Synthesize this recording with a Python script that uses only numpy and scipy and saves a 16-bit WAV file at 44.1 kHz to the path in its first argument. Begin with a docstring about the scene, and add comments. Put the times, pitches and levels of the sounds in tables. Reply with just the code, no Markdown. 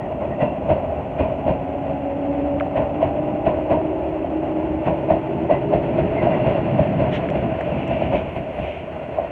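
"""On a roofed platform, close to the track, an electric commuter train gathers speed and passes.
Motor and gear lines are wavering sines that climb together; wheel roar, body boom and rail hiss
are coloured noises. Each axle knocks over a rail joint: struck resonances with echoes, then noise
for clatter, thud and rattle. Filtered noise makes the flange, loose-metal and wall sounds.
The last car goes by and the train fades away."""
import sys
import numpy as np
from scipy import signal
from scipy.fft import rfft, irfft, next_fast_len
from scipy.io import wavfile

SR = 44100
rng = np.random.default_rng(int(sys.argv[2]) if len(sys.argv) > 2 else 0)


def to_wav(sig):
    """Store sig (one row per channel, or 1-D mono) as 16-bit WAV at the path in sys.argv[1].

    Samples outside -1..1 are clipped; the rate is SR.
    """
    pcm = np.clip(np.atleast_2d(sig), -1, 1) * 32767
    pcm = np.round(pcm).astype(np.int16)
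    wavfile.write(sys.argv[1], SR, pcm.T)  # frames by channels


N = 410571
TIME = np.arange(N) / SR  # s


def from_db(db):
    """Decibels to gain."""
    return 10 ** (np.asarray(db) / 20)


def rms_one(x):
    """Scale to rms 1."""
    return x / np.sqrt(np.mean(x ** 2) + 1e-20)


def in_time(rows):
    """Draw each column of an automation table as a curve over every sample."""
    s, *columns = np.transpose(rows)
    return [np.interp(TIME, s, c) for c in columns]


def drift(rate):
    """Slow random modulation of rms near 1; a higher rate moves faster."""
    step = 100  # samples between control points
    pole = np.exp(-2 * np.pi * rate * step / SR)
    points = rng.standard_normal(N // step + 1002)
    slow = signal.lfilter([1], [1, -2 * pole, pole * pole], points)[1000:]  # skip the filter's start
    return np.interp(np.arange(N) / step, np.arange(len(slow)), rms_one(slow))


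def noise(spectrum):
    """Noise of rms 1, coloured by a spectrum drawn on a log frequency axis."""
    hz, level_db = np.transpose(spectrum)
    size = next_fast_len(N)
    bins_hz = np.maximum(np.arange(size // 2 + 1) * SR / size, 1)
    gain = from_db(np.interp(np.log(bins_hz), np.log(hz), level_db, left=-150, right=-150))
    white = rfft(rng.standard_normal(size))
    return rms_one(irfft(white * gain, size)[:N])


def resonance(x, hz, width_hz):
    """A band-pass resonance with steep skirts."""
    edges = np.clip([hz - width_hz / 2, hz + width_hz / 2], 20, .45 * SR)
    return signal.sosfilt(signal.butter(2, edges, "band", fs=SR, output="sos"), x)


def dull(x):
    """Take off the treble above about 3 kHz."""
    treble_top_hz = 3130
    return signal.sosfilt(signal.butter(6, treble_top_hz, fs=SR, output="sos"), x)


def add(out, s, sound):
    """Mix a sound in at time s."""
    i = max(int(s * SR), 0)
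    out[i:i + len(sound)] += sound[:max(N - i, 0)]


def swell(s, half):
    """A bell-shaped (Gaussian) envelope around time s."""
    return np.exp(-np.minimum(((TIME - s) / half) ** 2 / 2, 60))


def nearness(s, half):
    """Gain of a source that goes by at time s, down to one half after half seconds."""
    return 1 / (1 + ((TIME - s) / half) ** 2)


# Fader moves of the rolling noise, before trims
# columns: start_s [s], roar_db [dB], boom_db [dB], hiss_db [dB], rumble_db [dB]
ROLLING_LEVELS = [(0, -26, -33, -46, -37.5), (2.1, -27, -36.5, -44.5, -38.5), (3.1, -25.5, -33.5, -44, -37),
                  (4.3, -26, -37, -44, -36.5), (5.6, -26.5, -29.5, -42.5, -39),
                  (6.3, -22, -25.5, -37, -35.5), (7.15, -24, -27.5, -38.5, -37),
                  (8.1, -25, -30, -41.5, -34.5), (8.4, -29, -37, -44, -39.5),
                  (9.31, -30, -39.5, -43, -43.5)]
# Colour of the deep rumble; columns: pitch_hz [Hz], level_db [dB per Hz]
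RUMBLE_SPECTRUM = [(20, -38.5), (30, -21.5), (45, -10), (60, -2.5), (75, 2.5), (95, -2), (120, -15),
                   (200, -27.5)]
# Colour of the car-body boom; columns: pitch_hz [Hz], level_db [dB per Hz]
BOOM_SPECTRUM = [(70, -26), (105, -6), (135, 2.5), (170, -0.5), (220, -4), (290, -3.5), (370, -5.5),
                 (440, -15), (520, -17.5), (800, -49)]
# Colour of the wheel roar; columns: pitch_hz [Hz], level_db [dB per Hz]
ROAR_SPECTRUM = [(150, -36), (230, -10.5), (380, -7.5), (470, -9), (530, -5.5), (585, 1.5), (650, 1.5),
                 (720, -6), (800, -8.5), (900, -13), (1000, -14), (1150, -23), (1350, -26.5), (2000, -62.5)]
# Colour of the rail hiss; columns: pitch_hz [Hz], level_db [dB per Hz]
HISS_SPECTRUM = [(700, -18.5), (1100, -12.5), (1280, -7.5), (1480, 0.5), (1680, -5), (1950, -0.5),
                 (2250, -2.5), (2750, -0.5), (3050, -9.5), (3400, -15.5), (3800, -29), (4300, -26),
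                 (4900, -41.5), (6000, -60)]
# Colour of the fine air hiss on top; columns: pitch_hz [Hz], level_db [dB per Hz]
AIR_SPECTRUM = [(3000, -8), (5000, -4), (5700, -0.5), (7000, 0), (7700, -3.5), (8300, -3), (9500, -4.5),
                (10400, -10.5), (11300, -9), (13000, -13), (15700, -18.5)]


def rolling(roar_db, boom_db, hiss_db, rumble_db):
    """Rough treads shake the car bodies, set wheels and rail roaring and hiss at the contact."""
    load = drift(20)  # uneven treads press harder and softer
    rumble = noise(RUMBLE_SPECTRUM) * from_db(rumble_db + 0.5 + 1.3 * drift(5.4))
    boom = noise(BOOM_SPECTRUM) * from_db(boom_db + 2.0 + 2.0 * drift(12))
    roar = noise(ROAR_SPECTRUM) * from_db(roar_db - 1.02 + 1.3 * load + 0.27 * drift(30))
    hiss = noise(HISS_SPECTRUM) * from_db(hiss_db - 2.05 + 0.97 * load)
    # the fine air hiss takes a small share of the rail hiss's swing
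    air_db = -74.5 + .15 * (hiss_db - hiss_db.mean())
    air = noise(AIR_SPECTRUM) * from_db(air_db + .6 * load)
    return rumble + boom + roar + hiss + air


def tone(hz, waver, flutter_db, blur):
    """Waver and flutter suggest motors at almost one speed; reflections smear part of the line."""
    phase = 2 * np.pi * np.cumsum(hz * (1 + waver * drift(11.56))) / SR
    direct = np.sin(phase) * from_db(flutter_db * drift(14))
    reflected = drift(22) * np.sin(phase) + drift(19) * np.cos(phase)
    return rms_one(direct + blur * reflected)


# Motor whine, climbing with the speed; columns: start_s [s], pitch_hz [Hz]
WHINE_PITCH = [(0, 250.6), (1, 268.5), (2.7, 286.3), (3.95, 314.5), (4.7, 315.5), (6.4, 346.3),
               (9.31, 355.4)]
# The whine swells as each motor goes by; columns: peak_s [s], level_db [dB]
MOTOR_SWELLS = [(.55, -38), (1.7, -30.5), (2.33, -24.5), (3.1, -29.5), (3.8, -28.5), (4.6, -25),
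                (5.35, -27), (6.1, -28)]
# Gear and fan lines, each swelling once
# columns: multiple [times the whine pitch], level_db [dB], peak_s [s]
GEAR_AND_FAN_LINES = [(.8, -39, .3), (2.645, -36, 2.1), (3.02, -38.5, 1.6), (2, -29, 2.6),
                      (2.68, -36.5, 3.3), (.86, -37, 4.1), (1.1, -34, 4.05), (1.22, -33.5, 4.1),
                      (1.22, -33, 5.8), (2.7, -40, 5.2)]


def motors():
    """Whine, gear and fan lines climb together with the train's speed and swell as they pass."""
    hz, = in_time(WHINE_PITCH)
    power = sum((from_db(level_db) * nearness(s, half=.35)) ** 2 for s, level_db in MOTOR_SWELLS)
    out = np.sqrt(power) * tone(hz, waver=.007, flutter_db=2.5, blur=.42)
    for multiple, line_db, s in GEAR_AND_FAN_LINES:
        line = tone(multiple * hz, waver=.007, flutter_db=3, blur=.6)
        out += from_db(line_db) * nearness(s, half=.8) * line
    return out


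# Flange scrapes on the rail
# columns: peak_s [s], level_db [dB], half_s [s], width_hz [Hz], top_db [dB, bright top]
FLANGE_SCRAPES = [(7.153, -31.5, 0.021, 2200, -59), (7.975, -40.5, .28, 700, -76.5),
                  (8.167, -38.5, 0.021, 1200, -73), (8.698, -40.5, 0.094, 900, -75)]
# Wheel modes set singing by a flange
# columns: peak_s [s], level_db [dB], pitch_hz [Hz], half_s [s]
SINGING_WHEELS = [(0.025, -46, 1910, .028), (0.324, -42.5, 1900, .02), (.421, -37, 1956, .016),
                  (0.464, -45, 2736, 0.048), (0.757, -52, 2760, 0.028), (1.23, -41, 2430, .03),
                  (1.511, -50, 2460, 0.033), (5.534, -38, 1970, .03), (6.194, -35, 2080, 0.019),
                  (6.34, -37, 1970, 0.011), (6.446, -45.5, 2765, .14)]


def flanges():
    """A grazing flange scrapes, or briefly makes a wheel mode sing: friction noise in resonances."""
    scrape_hz, top_hz, ring_width_hz = 2564, 5450, 120
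    out, friction = np.zeros(N), rng.standard_normal(N)
    top = rms_one(resonance(friction, top_hz, .4 * top_hz))
    for s, level_db, half, width_hz, top_db in FLANGE_SCRAPES:
        scrape = rms_one(dull(resonance(friction, scrape_hz, width_hz)))
        out += (from_db(level_db) * scrape + from_db(top_db) * top) * swell(s, half)
    for s, level_db, hz, half in SINGING_WHEELS:
        ring = rms_one(resonance(friction, hz, ring_width_hz))
        out += from_db(level_db) * ring * swell(s, half)
    return out


def blow(hz, width_hz, contact_hz):
    """A heavy, soft-edged impact on a damped resonance: a few cycles, peak 1."""
    impulse = signal.unit_impulse(SR // 10)
    push = signal.sosfilt(signal.butter(3, contact_hz, fs=SR, output="sos"), impulse)
    ring = resonance(push, hz, width_hz)
    return ring / np.abs(ring).max()


# Returns from platform edge, car side and roof; each delay varies a little from knock to knock
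# columns: delay_s [s], level_db [dB relative to the knock]
KNOCK_ECHOES = [(.0135, -6), (.032, -12), (.06, -11.5)]


def knocks(times, peaks_db):
    """Each impact rings wheel and rail for a few cycles and comes back from the surfaces nearby."""
    out = np.zeros(N)
    chances = rng.standard_normal((len(times), len(KNOCK_ECHOES) + 1))
    for s, peak_db, chance in zip(times, peaks_db, chances):
        hz = 645 * (1 + 0.03 * chance[0])
        rail = blow(hz, 150, contact_hz=1060)
        wheel = from_db(-14.5) * blow(hz, 35, contact_hz=1000)  # less damped, rings on longer
        knock = from_db(peak_db) * (rail + wheel)
        add(out, s, knock)
        for (delay, echo_db), shift in zip(KNOCK_ECHOES, chance[1:]):
            add(out, s + delay * (1 + .06 * shift), from_db(echo_db) * knock)
    return out


# Placed light knocks of worn treads and bogie play; columns: start_s [s], level_db [dB, nominal peak]
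LIGHT_KNOCKS = [(.309, -17.5), (3.929, -14.5), (4.244, -17), (6.167, -13.5), (6.937, -15.5)]


def treads(roar_db):
    """Worn treads and bogie play knock lightly; the random knocks follow the roar's level."""
    knocks_per_s, mean_db, spread_db = 1.2, -23, 4.5
    times = TIME[rng.random(N) < knocks_per_s / SR]
    peaks_db = mean_db + spread_db * rng.standard_normal(len(times))
    scattered = knocks(times, peaks_db) * from_db(roar_db - roar_db.mean())
    return knocks(*np.transpose(LIGHT_KNOCKS)) + scattered


def bursts(times, levels_db, lead, rise, t60, tail_db, tail_t60):
    """Envelope of impacts: a quick swell, a fast decay and a weak tail under the roof."""
    age, power = np.arange(SR // 2) / SR, np.zeros(N)
    after = np.maximum(age - rise, 0)
    decay = from_db(-60 * after / t60) ** 2
    tail = from_db(tail_db - 60 * after / tail_t60) ** 2
    shape = np.minimum(age / rise, 1) ** 2 * (decay + tail)
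    for s, level_db in zip(times, levels_db):
        add(power, s - lead, shape * from_db(level_db) ** 2)
    return np.sqrt(power)


# Axles over the joint, two to a bogie, before trims
# columns: start_s [s], knock_db [dB, peak], clatter_db [dB]
AXLE_HITS = [(0.4145, -8, -18.5), (0.7006, -4.5, -19.5), (1.1959, -11.5, -18), (1.479, -8, -19.5),
             (2.768, -11, -17.5), (3.0264, -3.5, -24), (3.4641, -12, -16.5), (3.7117, -7.5, -15.5),
             (4.8643, -18, -16), (5.105, -2, -19), (5.5102, -1.5, -18), (5.7353, -3.5, -21.5),
             (5.9867, -8.5, -33), (6.2265, -7.5, -22), (6.4646, -7, -24), (6.7928, -4.5, -32),
             (7.0024, -9, -21.5), (7.3532, -13, -40), (7.912, -10, -35), (8.0199, -11, -30.5),
             (8.1328, -8.5, -21.5), (8.3622, -14.5, -42), (8.5848, -16, -43), (9.1848, -7.5, -27)]
# Colour of the clatter; columns: pitch_hz [Hz], level_db [dB per Hz]
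CLATTER_SPECTRUM = [(170, -34), (260, -14), (420, -12), (520, -5), (590, 3), (645, 3.5), (720, -6.5),
                    (830, -12), (970, -8.5), (1150, -24.5), (1400, -40.5), (2200, -67)]


def rail_joints():
    """A wheel rattles into the gap, knocks on the next rail end, and bogie and body shake on."""
    times, knock_db, clatter_db = np.transpose(AXLE_HITS)
    # body thud and steel rattle take a share of the clatter's swing around a full clatter
    force_db = clatter_db + 15
    # once the last car has gone by, thuds and rattles get weaker by so many dB a second
    away_s = np.maximum(times - 8.5, 0)
    thud_db = -24 + .14 * force_db - 25 * away_s
    rattle_db = -35 + .15 * force_db - 13 * away_s
    # the rail end dips and shudders under the wheel just before the blow
    dip = bursts(times, knock_db - 13, lead=.026, rise=.022, t60=.076, tail_db=-21, tail_t60=.1)
    shake = bursts(times, clatter_db + .5, lead=.0019, rise=.012, t60=.4, tail_db=-12.5, tail_t60=.26)
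    clatter = noise(CLATTER_SPECTRUM) * np.hypot(dip, shake)
    body = noise(RUMBLE_SPECTRUM) + from_db(4) * noise(BOOM_SPECTRUM)
    thud = body * bursts(times, thud_db, lead=.0031, rise=.016, t60=.26, tail_db=-20, tail_t60=.7)
    steel = noise(HISS_SPECTRUM) + from_db(-37) * noise(AIR_SPECTRUM)
    rattle = steel * bursts(times, rattle_db, lead=.02, rise=.024, t60=.3, tail_db=-20, tail_t60=.7)
    return knocks(times, knock_db - 2.5) + clatter + thud + rattle


def crack(hz, width_hz, t60):
    """A short dying noise burst through a steep resonance, peak 1."""
    age = np.arange(SR // 10) / SR
    burst = rng.standard_normal(len(age)) * from_db(-60 * age / t60)
    burst = resonance(resonance(burst, hz, width_hz), hz, width_hz)
    return burst / np.abs(burst).max()


# Loose fittings click
# columns: start_s [s], level_db [dB, peak before dulling], pitch_hz [Hz], edge_db [dB, bright edge]
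LOOSE_CLICKS = [(2.599, -22.5, 2215, -64), (2.608, -15, 1470, -63), (7.288, -20.5, 1800, -62),
                (7.301, -24, 2900, -48), (7.609, -19, 1300, -52), (7.876, -34, 2600, -51)]


def fittings():
    """Loose metal clicks short and dry: a dulled noise crack with a thin bright edge."""
    out = np.zeros(N)
    for s, peak_db, hz, edge_db in LOOSE_CLICKS:
        body = from_db(peak_db) * dull(crack(hz, width_hz=.9 * hz, t60=.0078))
        edge = from_db(edge_db) * crack(6700, width_hz=3000, t60=.035)
        add(out, s, body + edge)
    return out


def wall_boom(hz=155, width_hz=90, level_db=-24, s=6.84, half=.25):
    """The gap between car side and station wall booms while a bogie passes it."""
    boom = rms_one(resonance(rng.standard_normal(N), hz, width_hz))
    return from_db(level_db) * boom * swell(s, half)


# Faint high sizzles as the last bogie leaves; columns: peak_s [s], level_db [dB]
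HIGH_SIZZLES = [(8.36, -75), (8.58, -76)]


def sizzles():
    """Brief puffs of very high hiss: band-passed noise under bell envelopes."""
    hiss = rms_one(resonance(rng.standard_normal(N), hz=10700, width_hz=3000))
    return hiss * sum(from_db(level_db) * swell(s, half=.035) for s, level_db in HIGH_SIZZLES)


def scene():
    """The whole train as heard from the platform, in mono."""
    roar_db, boom_db, hiss_db, rumble_db = in_time(ROLLING_LEVELS)
    wheels = rolling(roar_db, boom_db, hiss_db, rumble_db) + flanges() + treads(roar_db) + rail_joints()
    return (wheels + motors() + fittings() + wall_boom() + sizzles())[None]


def record(dry):
    """A steep low-pass cuts the top."""
    cutoff_hz = 15700
    return signal.sosfilt(signal.ellip(10, .1, 80, cutoff_hz, fs=SR, output="sos"), dry)


dry = scene()
out = record(dry)
to_wav(out)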